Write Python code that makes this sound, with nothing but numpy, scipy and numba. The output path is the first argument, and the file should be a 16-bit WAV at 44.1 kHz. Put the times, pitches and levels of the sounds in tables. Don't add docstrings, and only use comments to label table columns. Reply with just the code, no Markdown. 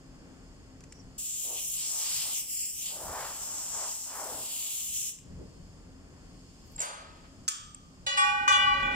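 import sys
import numpy as np
from scipy import signal
from scipy.fft import rfft, irfft, next_fast_len
from scipy.io import wavfile
from scipy.ndimage import uniform_filter1d, map_coordinates
from numba import njit

SR = 44100
rng = np.random.default_rng(int(sys.argv[2]) if len(sys.argv) > 2 else 0)


def int16_out(signal):
    q = np.round(np.clip(np.atleast_2d(signal).T, -1, 1) * 32767)
    wavfile.write(sys.argv[1], SR, q.astype(np.int16))


def volts_from_decibels(level):
    exponent = np.asarray(level, float) / 20
    return 10 ** exponent


N = 394689
T = np.arange(N) / SR
PORT_BALANCE = volts_from_decibels(np.array([[0.7], [-0.7]]))
PORT_HZ, PORT_WIDTH_HZ = 7230, 1500


def columns(table):
    s, *rest = np.transpose(table)
    return [np.interp(T, s, column) for column in rest]


def unit(x):
    return x / np.sqrt(np.mean(x ** 2))


def noise(spectrum, channels=1):
    hz, db = np.transpose(spectrum)
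    size = next_fast_len(N)
    f = np.fft.rfftfreq(size, 1 / SR) + 1
    gain = volts_from_decibels(np.interp(np.log(f), np.log(hz), db, left=-80, right=-80))
    white = rng.standard_normal((channels, size))
    return unit(irfft(rfft(white) * gain, size)[:, :N])


def walk(rate):
    k = int(SR / rate)
    held = np.repeat(rng.standard_normal(N // k + 1), k)
    return 1.3 * uniform_filter1d(uniform_filter1d(held, k), k)[:N]


def ports(x, lag):
    size = next_fast_len(N + 64)
    turn = np.exp(-1j * np.pi * np.fft.rfftfreq(size) * lag)
    return irfft(rfft(x, size) * np.array([turn, 1 / turn]), size)[:, :N]


def spread(spectrum, like, lag):
    like = np.clip(like, 0, 1)
    n = noise(spectrum, channels=3)
    return np.sqrt(like) * ports(n[0], lag) + np.sqrt(1 - like) * n[1:]


def swell(s, length):
    return np.exp(-2 * ((T - s) / length) ** 2)


def fade(s, t60, rise=0.00018):
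    age = np.maximum(T - s, 0)
    return (1 - np.exp(-age / rise)) * np.exp(-np.log(1000) * age / t60)


@njit
def svf(x, hz, share):
    y, b, l = np.empty(len(x)), 0., 0.
    for i in range(len(x)):
        g = np.tan(np.pi * hz[i] / SR)
        v = (b + g * (x[i] - l)) / (1 + g * (g + share))
        b, l, y[i] = 2 * v - b, l + 2 * g * v, share * v
    return y


def band(x, hz, width):
    centre = np.full(N, 1. * hz)
    return svf(svf(x, centre, width / hz), centre, width / hz)


# (time [s], hold [s], depth [dB], recovery [s])
DUCKS = [
    (1.168, 4.04, -9.5, 0.035),
    (6.775, .08, -9.5, 0.17),
    (7.453, 0.054, -14, 0.26),
    (8.056, 0.048, -11, 0.089),
]
DUCK_ATTACK_S = 0.055


def ducking():
    total = 0
    for s, hold, db, recovery in DUCKS:
        attack = np.clip((T - s) / DUCK_ATTACK_S, 0, 1)
        total = total + db * attack * np.exp(-np.maximum(T - s - hold, 0) / recovery)
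    return total


# (frequency [Hz], density [dB])
YARD_SPECTRUM = [(12, -36), (20, -7.5), (38, 0.5), (111, -4.5), (168, -3), (228, -10), (265, -5),
                 (309, -11), (877, -22.5), (978, -23), (1110, -24), (1920, -27.5), (3600, -38), (4680, -79),
                 (7920, -120)]
# (frequency [Hz], level under the drone [dB])
HUM_TONES = [(41, -6), (59, -22), (84, -9), (143, -23), (177, -13.5), (263, -9.5)]
# (frequency [Hz], density [dB])
LEAK_SPECTRUM = [(2200, -17.5), (2900, -10.5), (3400, -12.5), (3950, -18), (4300, -11.5), (4800, -9),
                 (5150, -2.5), (5700, -19), (6300, -8.5), (7600, -7.5), (8500, -16.5), (10500, -23),
                 (13000, -30), (14700, -29), (15400, -31)]
# (frequency [Hz], level under the leak [dB])
LEAK_WHINE = [(4490, -7.5), (1090, -13)]
# (time [s], length [s], drone level [dB], upper level [dB])
DRONE_SWELLS = [(3.084, 0.073, 11, 9), (3.49, 0.57, 4, 4.5), (4.36, 0.15, 4, 12), (5.366, 0.27, 7, 0),
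                (8.02, 0.054, 6, 0.5), (8.465, 0.11, 3, 5.5), (8.98, 0.4, 7.5, 13)]
DRONE_DB, UPPER_DB, LEAK_DB = -53, -5, -67
UPPER_DUCK, LEAK_DUCK = 0.89, 0.64


def yard():
    duck_db = ducking()
    drone_db = DRONE_DB + duck_db
    upper_db = DRONE_DB + UPPER_DB + UPPER_DUCK * duck_db
    for s, length, low_swell_db, high_swell_db in DRONE_SWELLS:
        drone_db = drone_db + low_swell_db * swell(s, length)
        upper_db = upper_db + high_swell_db * swell(s, length)
    low = [p for p in YARD_SPECTRUM if p[0] < 210] + [(230, -10.5)]
    high = [(180, -23)] + [p for p in YARD_SPECTRUM if p[0] >= 210]
    hum = 0
    for hz, db in HUM_TONES:
        unsteady_time = T + 0.0018 * walk(3)
        hum = hum + volts_from_decibels(db + 2.3 * walk(3.9)) * np.sin(2 * np.pi * hz * unsteady_time)
    drone = volts_from_decibels(drone_db) * (volts_from_decibels(-0.5 + 2.7 * walk(9.9)) * spread(low, 0.89, 4) + hum)
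    upper = volts_from_decibels(upper_db + 1.0 + 1.0 * walk(6.1)) * spread(high, 0.62, 7.4)
    whine = 0
    for hz, db in LEAK_WHINE:
        tone = np.sin(2 * np.pi * hz * (T + 2e-5 * walk(30)))
        whine = whine + volts_from_decibels(db + 0.97 * walk(9.9)) * ports(tone, 3.0)
    leak_db = LEAK_DB + 3.5 + LEAK_DUCK * duck_db + 0.97 * walk(2.94)
    leak = volts_from_decibels(leak_db) * (spread(LEAK_SPECTRUM, 0.043, 7.1) + whine)
    return PORT_BALANCE * (drone + upper) + leak


# (time [s], peak level [dB], low knock share [dB], lag of left [samples])
CLICKS = [
    (.806, -54, 3, -1),
    (0.838, -52, 4, -1.5),
    (.923, -37, -5, -1.5),
    (5.092, -35, -3, 8.5),
    (5.186, -44, -4, 6),
    (6.762, -52, -8, 16),
    (7.746, -42, -8, 18),
]
# (frequency [Hz], width [Hz], level [dB])
KNOCK_BANDS = [(2480, 1200, 7), (6050, 4500, 7)]


def clicks():
    white, out = rng.standard_normal(N), 0
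    snap = np.sin(2 * np.pi * PORT_HZ * T) + 0.35 * unit(band(white, PORT_HZ, PORT_WIDTH_HZ))
    knock = unit(sum(volts_from_decibels(db) * band(white, hz, width) for hz, width, db in KNOCK_BANDS))
    for s, db, low_db, lag in CLICKS:
        tick = snap * fade(s, 0.021, 0.00037) + volts_from_decibels(low_db) * knock * fade(s, 0.029, 0.00044)
        out = out + volts_from_decibels(db) * ports(tick, lag)
    return out


SCUFF_S = [5.42, .97, 6.71, 7.18, 7.26, 8.88]
# (length [s], level [dB], centre [Hz], width [Hz])
SCUFFS = [(0.27, -58, 378, 200), (0.077, -64, 5600, 700), (0.09, -72, 12700, 11000),
          (0.043, -62.5, 2400, 4400), (0.038, -62, 1700, 2300), (0.6, -49, 1960, 2700)]


def scuffs():
    out = 0
    for s, (length, db, hz, width) in zip(SCUFF_S, SCUFFS):
        grit = np.array([unit(band(n, hz, width)) for n in rng.standard_normal((2, N))])
        out = out + volts_from_decibels(db + 4.5 * walk(60)) * grit * swell(s, length)
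    return out


def ground_reflection(x, path_ms):
    late = np.arange(N) - path_ms * SR / 1000
    copy = np.array([map_coordinates(c, [late], order=3) for c in x])
    dull = signal.filtfilt(*signal.butter(1, 6000, fs=SR), copy)
    return x + (path_ms / 0.39) ** 2 * (0.2 * copy + 0.72 * dull)


# (frequency [Hz], density [dB])
LOW_HISS = [(1000, -15.5), (1700, -17.5), (2010, -9.5), (2860, 0), (3250, -0.5), (3810, -5.5), (5250, 1.5),
            (5600, -25), (7280, -49), (12300, -120)]
CORE = [(2820, -21), (4800, -16), (5260, -3.5), (6280, -3.5), (7230, 5), (8210, 3), (9190, -11),
        (10200, -33), (13300, -53), (22000, -120)]
TOP_HISS = [(5530, -12.5), (9400, -1.5), (10000, -0.5), (13800, -4.5), (14800, -2.5), (15400, -6),
            (15900, -21)]
# (time [s], jet level [dB], extra ground path [ms], treble by nozzle angle [dB])
SWEEP = [(1.19, -41.5, 0.26, -3.5), (1.55, -41, 0.3, -3.5), (1.62, -42, 0.32, 1.5), (1.69, -43, 0.31, 0),
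         (1.85, -37.5, 0.21, -7), (2.02, -37, 0.2, -6.5), (2.3, -40, 0.22, -3.5), (2.36, -38.5, 0.32, -2.5),
         (2.5, -42.5, .4, 0), (2.68, -41, 0.4, -3), (2.88, -42, 0.27, -3.5), (2.97, -47, 0.24, -1),
         (3.2, -46, 0.16, -2.5), (3.62, -42, 0.16, -10), (3.85, -40, 0.16, -9.5), (4.12, -47, .19, -4),
         (4.55, -44, 0.27, 0.5), (5.05, -39.5, 0.31, -4)]
# (time [s], length [s], roar level [dB], centre [Hz])
PLEATS = [(1.523, 0.098, -50.5, 576), (2.023, 0.21, -55.5, 920), (2.28, 0.096, -55.5, 880),
          (3.033, 0.16, -47.5, 690), (3.195, 0.16, -41, 980), (3.557, 0.3, -54, 920),
          (3.82, 0.11, -45.5, 830), (4.153, 0.094, -56, 1000), (4.268, 0.19, -43.5, 710),
          (4.614, 0.29, -66, 870)]
# (time [s], length [s], level [dB])
RIM = [(1.33, 0.3, 1), (1.583, 0.058, 8.5), (1.807, 0.092, 7), (2.06, 0.085, 4), (2.213, 0.27, 9.5),
       (2.89, 0.12, 9), (3.24, 0.2, 10), (3.856, 0.1, 3), (4.133, .06, 4.5), (4.58, 0.43, 8.5)]
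# (time [s], length [s], level [dB])
HIDDEN = [(2.451, 0.059, -8), (2.726, 0.069, -7.5), (4.895, 0.093, -2.5)]
OPEN_S, OPENING_S, SHUT_S = 1.1785, 0.006, 5.084
DRAIN_DB_PER_S, EDGES_DRAIN_DB_PER_S = 218, 106
LOW_HISS_DB, ROAR_FLOOR_DB = -10.5, -81.5


def jet():
    core_db, path_ms, top_db = columns(SWEEP)
    shut = np.maximum(T - SHUT_S, 0)
    valve = np.clip((T - OPEN_S) / OPENING_S, 0, 1) * volts_from_decibels(-DRAIN_DB_PER_S * shut)
    hidden_db = sum(db * swell(s, length) for s, length, db in HIDDEN)
    rim_db = sum(db * swell(s, length) for s, length, db in RIM)
    core_db = core_db + hidden_db
    low_db = LOW_HISS_DB + rim_db - EDGES_DRAIN_DB_PER_S * shut
    top_db = top_db - 0.33 * hidden_db - EDGES_DRAIN_DB_PER_S * shut
    eddies_db = 0.8 * walk(12) + 0.67 * walk(190)
    hiss = volts_from_decibels(5.5 + 0.45 * walk(24.14)) * spread(CORE, 0.47, -3.04)
    hiss += volts_from_decibels(low_db + 0.41 * walk(21.47)) * spread(LOW_HISS, 0.56, -2.5)
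    hiss += volts_from_decibels(top_db + 4.5 + 1.2 * walk(26.63)) * spread(TOP_HISS, 0.4, -2.47)
    roar_hz = columns([(s, hz) for s, _, _, hz in PLEATS])[0]
    rush = spread([(200, -1.0), (2600, -2.5)], 0.87, -3.5)
    hollow = np.array([svf(svf(n, roar_hz, 0.75), roar_hz, 2.0) for n in rush])
    drive = volts_from_decibels(ROAR_FLOOR_DB) + sum(volts_from_decibels(db) * swell(s, length) for s, length, db, _ in PLEATS)
    roar = drive * volts_from_decibels(0.3 * walk(30.4)) * unit(hollow)
    direct = volts_from_decibels(core_db + eddies_db - 1.0) * hiss + volts_from_decibels(-0.5) * roar
    return valve * PORT_BALANCE * ground_reflection(direct, path_ms)


def ring(s, hz, gain, t60, stop=9., rise_ms=0.93, since=0., lean_db=0., skew=0.):
    i = int(s * SR)
    longest_s = min(2 / 3, t60.max(), np.max(stop) - s + 0.04)
    age = T[i:i + int(SR * longest_s)] - s
    turn, left, right = rng.uniform(size=(3, len(hz), 1))
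    chatter = 0.35 * np.sin(2 * np.pi * ((7 + 12 * left) * age + right))
    phase = 2 * np.pi * hz[:, None] * (age + since) + chatter
    rise = np.clip(age * 1000 / rise_ms, 0, 1)
    damped = np.exp(-np.maximum(age + s - stop, 0) / 0.0029)
    life = rise * damped * gain[:, None] * np.exp(-np.log(1000) * age / t60[:, None])
    out = np.zeros((2, N))
    for c, (start, side) in enumerate(((left, 0.5), (right, -0.5))):
        slow = 0.25 * np.sin(2 * np.pi * ((4 + 12 * turn) * age + start))
        fast = 0.2 * np.sin(2 * np.pi * ((17 + 20 * start) * age + turn))
        waver = (1 + slow + fast) * volts_from_decibels(side * lean_db)
        out[c, i:i + len(age)] = np.sum(life * waver * np.sin(phase + side * skew), axis=0)
    return out


def overtones(s, db, t60, low_hz=8300, count=24, tilt_db=20):
    place, size = rng.uniform(size=(2, count))
    hz = low_hz * (15300 / low_hz) ** place
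    return ring(s, hz, volts_from_decibels(db - tilt_db * place - 10 * size), t60 * (1 - 0.5 * place))


def clank(hits, hz, modes, spectrum, high_db):
    db, t60 = np.transpose(modes)
    t60 = np.minimum(t60, 1.4)
    rattle, out = noise(spectrum)[0], 0
    crack = unit(band(rng.standard_normal(N), PORT_HZ, 1400))
    for s, crack_db, ring_db, rattle_db, rattle_t60 in hits:
        signs = rng.choice([-1, 1], size=len(hz))
        out = out + volts_from_decibels(ring_db) * ring(s, np.array(hz), signs * volts_from_decibels(db), t60)
        out = out + volts_from_decibels(rattle_db) * rattle * fade(s, rattle_t60, 0.00076)
        out = out + volts_from_decibels(crack_db) * crack * fade(s, 0.051)
    return out + overtones(hits[-2][0], high_db, 0.17)


# (time [s], crack [dB], ring [dB], rattle [dB], rattle t60 [s])
FITTING_HITS = [
    (6.78, -44, -33, -44.5, 0.21),
    (6.792, -45, -34, -59, 0.17),
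    (6.803, -25, -14, -40.5, 0.12),
    (6.815, -28, -3, -41.5, 1),
]
FITTING_HZ = [565, 643, 1007, 1243, 1270, 1552, 2396, 2927, 3288, 4705, 5469, 6249, 7125, 7555, 8834, 11660,
              9800, 10700, 12700, 13650, 14800]
# (level [dB], t60 [s])
FITTING_MODES = [(-53, 1.6), (-49, 1.1), (-56, 1.12), (-48.5, 1.5), (-41.5, 0.91), (-44, 0.8), (-64, 0.78),
                 (-54, 0.82), (-52.5, 1.15), (-40, 0.58), (-52, 0.52), (-36, 0.38), (-36.5, 0.37),
                 (-50, 0.61), (-36, 0.34), (-45, 0.3), (-60, 0.25), (-62, .3), (-56, 0.31), (-60, 0.3),
                 (-59, 0.28)]
# (frequency [Hz], density [dB])
FITTING_RATTLE = [(210, -47), (350, -12.5), (632, -1), (870, -0.5), (3220, -8.5), (3540, -9.5), (4800, -8),
                  (5910, -22), (7270, -13), (8950, -27), (9390, -47), (12100, -42), (15900, -57)]


def fitting():
    return clank(FITTING_HITS, FITTING_HZ, FITTING_MODES, FITTING_RATTLE, high_db=-43)


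# (time [s], length [s], level [dB],
# frequency [Hz])
PIPS = [(6.7645, 0.0027, -36, 7600), (6.795, .003, -29.5, 7600), (7.7474, 0.00067, -30.5, 7650),
        (7.749, 0.0011, -43, 8500), (6.8035, 0.0016, -26.5, 7500)]


def pips():
    return sum(volts_from_decibels(db) * swell(s, 2 * length) * np.sin(2 * np.pi * hz * T) for s, length, db, hz in PIPS)


# (time [s], crack [dB], ring [dB], rattle [dB], rattle t60 [s])
PLATE_HITS = [
    (7.479, -33, 3.5, -22.5, 0.052),
    (7.484, -25, -11, -52, 1),
]
PLATE_HZ = [1214, 1310, 1720, 2278, 3100, 3291, 3704, 4729, 5200, 5955, 6585, 6891, 7266, 7511, 7644, 8228]
# (level [dB], t60 [s])
PLATE_MODES = [(-51.5, 1.3), (-59, 1.2), (-45, 0.15), (-61, 0.7), (-58, 1.1), (-52.5, 0.79), (-62, 0.96),
               (-60, 0.43), (-66, 1.1), (-53, 1), (-61, 0.84), (-60, 0.63), (-54, 0.89), (-49, 0.87),
               (-58, 0.84), (-54, 0.63)]
# (frequency [Hz], density [dB])
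PLATE_RATTLE = [(530, -72), (900, -31), (1220, -1.5), (1850, -13.5), (2220, -15), (2720, -8), (3220, -2.5),
                (4090, -17), (4560, -2), (7020, -6), (10600, -22), (14600, -24), (15900, -37)]


def plate():
    return clank(PLATE_HITS, PLATE_HZ, PLATE_MODES, PLATE_RATTLE, high_db=-37.5)


def next_contact(s, times):
    return min([t for t in times if t > s] + [9.])


# (time [s], crack level [dB], rise [ms])
BOUNCES = [
    (8.064, -37, 4),
    (8.171, -35, 7),
    (8.477, -34, 3),
]
LANCE_HZ = [557, 826, 833, 1137, 1161, 1497, 1535, 1913, 1958, 2341, 2424, 2843, 2936, 3380, 3486, 3975,
            4075, 4607, 4692, 5222, 5347, 5600, 5857, 6040, 6459, 6740, 7055, 7455, 7833, 8156]
# (level after first, second, third landing [dB], t60 [s])
LANCE_RING = [(-49, -56, -49, 2), (-49, -32.5, -33, 5.5), (-50, -45, -32, 2.5), (-43, -23, -21, 0.86),
              (-44.5, -42, -18, 0.83), (-41, -28, -38, 2.3), (-47, -40, -22, 1.4), (-41, -25.5, -30, 1.1),
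              (-39.5, -47, -32, 2.5), (-60, -36.5, -54, 2.7), (-40, -34, -32.5, 2.8), (-37, -34, -42, 1.3),
              (-31, -37, -27.5, 1.6), (-41, -31, -54, 0.8), (-39, -40, -38, 0.82), (-37, -40, -54, 0.87),
              (-45, -53, -52, 1.2), (-52, -44, -64, 1.2), (-42, -47, -58, 0.8), (-69, -40, -47, 0.6),
              (-49, -60, -51, 1.2), (-62, -56, -59, 1.1), (-49, -46, -40, 0.7), (-67, -53, -38, 0.7),
              (-58, -55, -42, 0.54), (-41, -58, -38, 0.9), (-45, -41, -39, 0.54), (-39, -40, -49, 0.78),
              (-59, -54, -41, 0.45), (-65, -36, -61, 0.5)]
TOUCH_S = [8.243, 8.33, 8.519, 8.57, 8.655, 8.737, 8.825]
# (tap [dB], overtones [dB], low knock [dB])
TOUCHES = [(-52, -51, -73), (-62, -78, -73), (-52, -43, -44), (-58, -70, -41), (-59, -76, -55),
           (-56, -74, -55), (-49, -72, -58)]
LANCE_ROLL = [(-65, -62, -61, -52, -69, -49.5, -49), (-27.5, -31, -34, -31, -29.5, -49, -35),
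              (-41, -38, -33.5, -33.5, -33.5, -40, -37.5), (-34.5, -41, -27, -37, -22.5, -48, -34.5),
              (-51, -32.5, -27, -28.5, -25.5, -30, -37), (-29, -33, -21, -35, -30, -40, -31),
              (-32, -31, -33, -24, -34, -34, -31), (-36, -35.5, -30, -41, -44, -39, -40),
              (-44, -47, -34, -30, -35, -34.5, -38), (-49, -53, -34, -33, -32, -37, -34),
              (-30, -38, -34.5, -38, -40, -37.5, -32.5), (-39.5, -47.5, -27.5, -32, -45, -40, -48),
              (-41, -47, -28.5, -30, -38, -47, -45), (-45, -47, -31, -41, -42, -43, -48),
              (-37.5, -49, -29, -29.5, -44, -49, -46), (-59, -57, -48, -61, -52, -49, -71),
              (-55, -63, -45, -54, -53, -53, -70), (-53, -62, -55, -59, -52, -60, -72),
              (-56, -69, -42, -46, -48, -54, -68), (-55, -64, -48, -58, -67, -64, -70),
              (-61, -58, -56, -59, -60, -63, -66), (-49, -63, -55, -59, -80, -77, -86),
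              (-58, -64, -50, -49, -62, -59, -74), (-62, -71, -49, -56, -61, -70, -74),
              (-63, -82, -35, -51, -61, -56, -70), (-75, -73, -40, -50, -65, -73, -63),
              (-46, -67, -42, -58, -62, -61, -53)]
# (frequency [Hz], left minus right [dB])
LEAN = [(557, -14), (830, -4), (1150, 5), (1515, -3), (1930, -1), (2400, 3)]
SCATTER_HZ, SCATTER_DB, SCATTER_RAD = 1700, 6.5, 1.8
LAST_S, LAST_DB = 8.946, -45


def lance():
    hz, (*landing_db, t60) = np.array(LANCE_HZ), np.transpose(LANCE_RING)
    t60 = t60 * np.minimum(1, 4500 / hz)
    rolled = len(LANCE_ROLL)
    grit = noise([(500, -14.5), (2500, -12), (7500, -15.5), (9500, -17.5), (15500, -76)])[0]
    knock = unit(band(rng.standard_normal(N), 560, 200))
    landings = [b[0] for b in BOUNCES]
    contacts = landings + TOUCH_S
    apart = (hz > SCATTER_HZ)[:, None]
    lean_hz, lean_points_db = np.transpose(LEAN)
    usual_lean_db = np.interp(np.log(hz), np.log(lean_hz), lean_points_db, right=0)[:, None]

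    def lean():
        return usual_lean_db + SCATTER_DB * apart * rng.standard_normal((len(hz), 1))

    out = volts_from_decibels(LAST_DB) * grit * fade(LAST_S, 0.05, 0.001)
    for (s, crack_db, ms), db in zip(BOUNCES, landing_db):
        signs = rng.choice([-1, 1], size=len(hz))
        skew = SCATTER_RAD * apart * rng.standard_normal((len(hz), 1))
        next_landing = next_contact(s, landings)
        stop = np.where(np.arange(len(hz)) < rolled, next_contact(s, contacts), next_landing)[:, None]
        out = out + ring(s, hz, signs * volts_from_decibels(db + 1.0), t60, stop, ms, 0., lean(), skew)
        out = out + volts_from_decibels(crack_db) * grit * (fade(s, 0.05, 0.002) + volts_from_decibels(-6) * fade(s, 0.8, 0.002))
        out = out + overtones(s, crack_db - 9, 0.35, low_hz=3625, count=90, tilt_db=22)
        for touch, roll_db, (tap_db, high_db, knock_db) in zip(TOUCH_S, np.transpose(LANCE_ROLL), TOUCHES):
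            if not s < touch < next_landing:
                continue
            since = (int(touch * SR) - int(s * SR)) / SR
            out = out + ring(touch, hz[:rolled], signs[:rolled] * volts_from_decibels(roll_db - 0.5), t60[:rolled],
                             next_contact(touch, contacts), 6., since, lean()[:rolled], skew[:rolled])
            out = out + overtones(touch, high_db, 0.3) + volts_from_decibels(tap_db) * grit * fade(touch, 0.04, 0.0013)
            out = out + volts_from_decibels(knock_db) * knock * fade(touch, 0.06, 0.002)
    return out


@njit
def walls(x, lags, gain, damp):
    line, soft, out = np.zeros((8, 8192)), np.zeros(8), np.zeros((2, len(x)))
    for i in range(len(x)):
        total = 0.
        for k in range(8):
            soft[k] += (1 - damp) * (gain[k] * line[k, (i - lags[k]) & 8191] - soft[k])
            total += soft[k]
            out[k % 2, i] += soft[k]
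        for k in range(8):
            line[k, i & 8191] = x[i] + 1e-18 + soft[k] - total / 4
    return out


YARD_T60_S, YARD_DAMP = 0.63, 0.3


def scene():
    fitting_sound, plate_sound, rod = fitting(), plate(), lance()
    near = jet() + clicks()
    lags = rng.integers(500, 3000, size=8)
    sent = volts_from_decibels(-11.5) * (fitting_sound + plate_sound)[0] + volts_from_decibels(-15.0) * rod[0] + volts_from_decibels(-16.5) * near[0]
    echo = walls(sent, lags, volts_from_decibels(-60 * lags / SR / YARD_T60_S), YARD_DAMP)
    metal = ports(fitting_sound, 16.73) + ports(pips(), 11.6) + ports(plate_sound, 21.45) + ports(rod, 17.14)
    return near + metal + echo + yard() + scuffs()


def top_cut(x):
    return signal.sosfilt(signal.butter(12, 16080, fs=SR, output="sos"), x)


def record(dry):
    mix = signal.sosfilt(signal.ellip(8, 0.2, 60, 15750, fs=SR, output="sos"), dry)
    return top_cut(mix)


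dry = scene()
out = record(dry)
int16_out(out)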